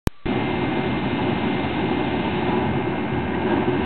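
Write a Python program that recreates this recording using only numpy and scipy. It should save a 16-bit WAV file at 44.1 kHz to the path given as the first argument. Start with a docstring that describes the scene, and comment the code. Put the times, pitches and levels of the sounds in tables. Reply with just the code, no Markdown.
"""The draught roars in the chimney of a steam locomotive standing at a platform: a low roar,
a ringing flue and a brighter rush, all fluttering together. The fire rumbles underneath,
steam hisses from a leak and catches in brief whistles, and the turbo-generator whines
on the multiples of its shaft speed. A small camera listens; its microphone pops as it
powers up and opens a moment later with a thump."""
import sys
import numpy as np
from scipy import signal
from scipy.fft import rfft, irfft
from scipy.io import wavfile

SR = 44100
rng = np.random.default_rng(int(sys.argv[2]) if len(sys.argv) > 2 else 0)


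def bounce(signal):
    """Save signal as a 16-bit WAV file at the path given by the first command-line argument."""
    frames = np.transpose(np.atleast_2d(signal))
    limited = np.clip(frames, -1, 1)
    pcm = np.round(limited * 32767).astype(np.int16)
    wavfile.write(sys.argv[1], SR, pcm)


N = 169785
TIME = np.arange(N) / SR

# How hard the draught pulls. Each row: time in seconds, level of the roar in dB.
DRAUGHT_LEVEL = [(.26, -26.5), (.35, -23.5), (.47, -24.5), (1.0, -25), (1.85, -24.5), (2.3, -25),
                 (2.5, -22.5), (2.7, -25), (3.1, -26), (3.44, -25.5), (3.53, -21), (3.65, -24), (3.85, -24)]
# The dark body of the roar. Each row: frequency in Hz, relative level in dB.
ROAR_SPECTRUM = [(25, -37), (48, -24.5), (80, -6), (128, -9.5), (158, -6), (205, 0.5), (315, -0.5),
                 (380, -4.5), (404, -9.5), (470, -14.5), (620, -15), (1000, -23.5), (2000, -49.5)]
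# The ring of chimney and smokebox. Each row: pitch in Hz, width in Hz, level in dB at average draught.
FLUE_RESONANCES = [(364.9, 20, -31), (613, 38, -44), (766, 60, -39), (872, 130, -37), (979, 13, -44.5)]
# The brighter rush of steam leaving the chimney. Each row: frequency in Hz, relative level in dB.
RUSH_SPECTRUM = [(300, -16.5), (550, -3), (700, 2), (930, -0.5), (1060, -3), (1300, -7), (1650, -6),
                 (2150, -13), (3000, -18.5), (4300, -32)]
RUSH_DB = -34  # at average draught
FLUE_FOLLOW, RUSH_FOLLOW = 1.6, 0.95  # dB per dB of draught


def chimney(flutter):
    """The draught roars, rings the flue and rushes out; all three ride its surges and flutter."""
    draught_db = curve(DRAUGHT_LEVEL)
    surge_db = draught_db - draught_db.mean()
    roar = noise(ROAR_SPECTRUM) * amp(draught_db + 0.44 * flutter)
    flue = sum(amp(db) * ringing(hz, width) for hz, width, db in FLUE_RESONANCES)
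    flue *= amp(FLUE_FOLLOW * surge_db + 1.3 * flutter)
    rush = noise(RUSH_SPECTRUM) * amp(RUSH_DB + RUSH_FOLLOW * surge_db + 0.61 * flutter)
    return roar + flue + rush


# The deep notes of the fire. Each row: pitch in Hz, width in Hz, level in dB before the swell.
FIRE_RESONANCES = [(85, 11, -42), (129.6, 34, -34.5)]
# The swell of the rumble. Each row: time in seconds, gain in dB.
FIRE_SWELL = [(.26, -3.5), (.5, 4), (1.05, -2.5), (1.3, 3.5), (1.53, -3), (2.0, 1.5), (2.58, -5.5),
              (2.72, 9), (2.95, -5), (3.15, 4), (3.38, -0.5), (3.55, -1), (3.85, 3.5)]


def fire():
    """The fire rumbles in two low resonances, swelling and sinking on its own."""
    rumble = sum(amp(db) * ringing(hz, width) for hz, width, db in FIRE_RESONANCES)
    return rumble * amp(curve(FIRE_SWELL))


# How hard the leak blows. Each row: time in seconds, level of the hiss in dB.
JET_LEVEL = [(.26, -37.5), (.8, -37.5), (1.4, -37), (2.15, -37), (2.48, -37), (2.73, -41.5), (3.4, -42.5),
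             (3.52, -38.5), (3.68, -41.5), (3.85, -39)]
# The colour of the hiss. Each row: frequency in Hz, relative level in dB.
HISS_SPECTRUM = [(900, -17), (1900, -3), (2200, -9), (2520, 0), (2960, -1), (3150, -7.5), (3550, -12),
                 (3760, -6), (3880, -21), (4150, -27), (4400, -37)]
# The fizzy top of the same leak. Each row: frequency in Hz, relative level in dB.
FIZZ_SPECTRUM = [(2000, -21), (3200, 1), (3750, 4.5), (3900, -4), (4150, -4), (4400, -21)]
FIZZ_DB, FIZZ_FOLLOW = -49, 2.2  # level with an average jet; dB of fizz per dB of hiss


def steam_leak(flutter):
    """Steam hisses from a leak by the boiler, sputtering slightly; a harder jet is brighter."""
    jet_db = curve(JET_LEVEL)
    hiss = noise(HISS_SPECTRUM) * amp(jet_db)
    fizz = noise(FIZZ_SPECTRUM) * amp(FIZZ_DB + FIZZ_FOLLOW * (jet_db - jet_db.mean()))
    sputter_db = 0.25 * flutter + 0.34 * wander(rate_hz=60)
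    return (hiss + fizz) * amp(sputter_db)


# Brief whistles in the steam.
# Each row: centre in seconds, length in seconds, pitch in Hz, width in Hz, level at the crest in dB.
STEAM_WHISTLES = [(1.203, 0.021, 838, 80, -26), (2.263, 0.036, 905, 25, -27.5),
                  (2.541, 0.028, 860, 25, -25.5), (2.815, 0.013, 812, 120, -29.5),
                  (3.345, 0.028, 1885, 120, -34.5), (3.518, 0.043, 1620, 20, -36)]


def steam_whistles():
    """The steam catches on a pitch for an instant: a fuzzy tone that swells and fades."""
    out = np.zeros(N)
    for centre, length, hz, width, db in STEAM_WHISTLES:
        pitch_hz = hz + width / 2 * wander(rate_hz=180)
        tone = np.sin(2 * np.pi * np.cumsum(pitch_hz) / SR)
        swell = np.exp(-(2 * (TIME - centre) / length) ** 2)
        out += amp(db) * unit(tone) * swell
    return out


# The almost steady spin of the turbine. Each row: time in seconds, speed in turns per second.
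SHAFT_SPEED = [(0, 70.05), (2.2, 70.07), (2.45, 70.25), (3.85, 70.15)]
# The partials of the whine.
# Each row: multiple of the shaft speed, level in dB at WHINE_MID_S, drift in dB per second.
WHINE_PARTIALS = [(22, -50, 2.7), (23, -47, 1.5), (25, -56, -0.5), (26, -52, -0.3), (30, -42.5, -1.86),
                  (31, -50.5, 1), (33, -50.5, -1), (34, -52, 0.5), (35, -58, 0.5), (38, -52.5, 2.4)]
WHINE_MID_S = 2


def generator():
    """The turbo-generator whines on wavering multiples of its shaft speed, beside one thin tone."""
    speed = curve(SHAFT_SPEED) * (1 + 0.00062 * wander(rate_hz=23))
    turns = np.cumsum(speed) / SR
    out = amp(-49.5) * ringing(hz=1484, width_hz=8.7)
    for multiple, db, drift in WHINE_PARTIALS:
        level_db = db + drift * (TIME - WHINE_MID_S) + wander(rate_hz=6.3)
        out += amp(level_db) * np.sqrt(2) * np.sin(2 * np.pi * multiple * turns)
    return out


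def power_up_pop(start_s):
    """The microphone pops as it powers up: a sharp, flat-topped pulse with a quick tail."""
    release_s = start_s + 0.00145
    held = (TIME >= start_s) & (TIME < release_s)
    return -0.69 * (held + 0.53 * decay(release_s, fall_s=0.0013))


# The hiss of the camera's electronics. Each row: frequency in Hz, relative level in dB.
IDLE_SPECTRUM = [(100, 0), (900, -1.5), (2300, 0.5), (4000, -3.5), (5000, -39.5)]


def idle_hiss():
    """The electronics hiss and whistle faintly, on the small offset where the pop settles."""
    hiss = amp(-56.5) * noise(IDLE_SPECTRUM)
    whistle = amp(-60) * ringing(hz=1158, width_hz=34)
    return hiss + whistle - 0.011


def amp(db):
    """Decibels to gain."""
    return 10 ** (np.asarray(db) / 20)


def unit(x):
    """Scales to rms 1."""
    return x / np.sqrt(np.mean(x ** 2) + 1e-20)


def curve(points):
    """Joins (time, value) points by straight lines."""
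    return np.interp(TIME, *np.transpose(points))


def decay(start_s, fall_s):
    """A step that leaks away."""
    return (TIME >= start_s) * np.exp(-np.maximum(TIME - start_s, 0) / fall_s)


def noise(spectrum):
    """Noise of rms 1 with the given spectrum."""
    hz, db = np.transpose(spectrum)
    f = np.fft.rfftfreq(N, 1 / SR)
    gain = amp(np.interp(np.log(f + 1), np.log(hz), db))
    return unit(irfft(rfft(rng.standard_normal(N)) * gain, N))


def wander(rate_hz):
    """Random drift of rms 1, with motion up to about the given rate."""
    f = np.fft.rfftfreq(N, 1 / SR) / rate_hz
    return unit(irfft(rfft(rng.standard_normal(N)) * f / (.1 + f) / (1 + f ** 4), N))


def ringing(hz, width_hz):
    """Noise through one resonance, rms 1."""
    f = np.fft.rfftfreq(N, 1 / SR)
    return unit(irfft(rfft(rng.standard_normal(N)) / (1 + (2 * (f - hz) / width_hz) ** 2), N))


def lowpass(x, edge_hz):
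    """Steep low-pass."""
    taps = signal.firwin(401, edge_hz, window=("kaiser", 8), fs=SR)
    return signal.oaconvolve(x, taps[None], "same")


def scene():
    """The standing locomotive, in mono; chimney and leak share one flutter."""
    flutter = wander(rate_hz=29)
    return (chimney(flutter) + fire() + steam_leak(flutter) + generator() + steam_whistles())[None]


def record(dry):
    """The microphone pops and idles, then its narrow-band input opens with a thump."""
    power_s, open_s, rise_s = 0.0725, 0.257, 0.00047
    opened = np.clip((TIME - open_s) / rise_s, 0, 1)
    thump = 0.19 * decay(open_s, fall_s=0.006)
    heard = opened * (dry + thump) + (TIME >= power_s) * idle_hiss()
    dulled = lowpass(heard, edge_hz=4260)
    return lowpass(dulled + power_up_pop(power_s), edge_hz=15800)


dry = scene()
out = record(dry)
bounce(out)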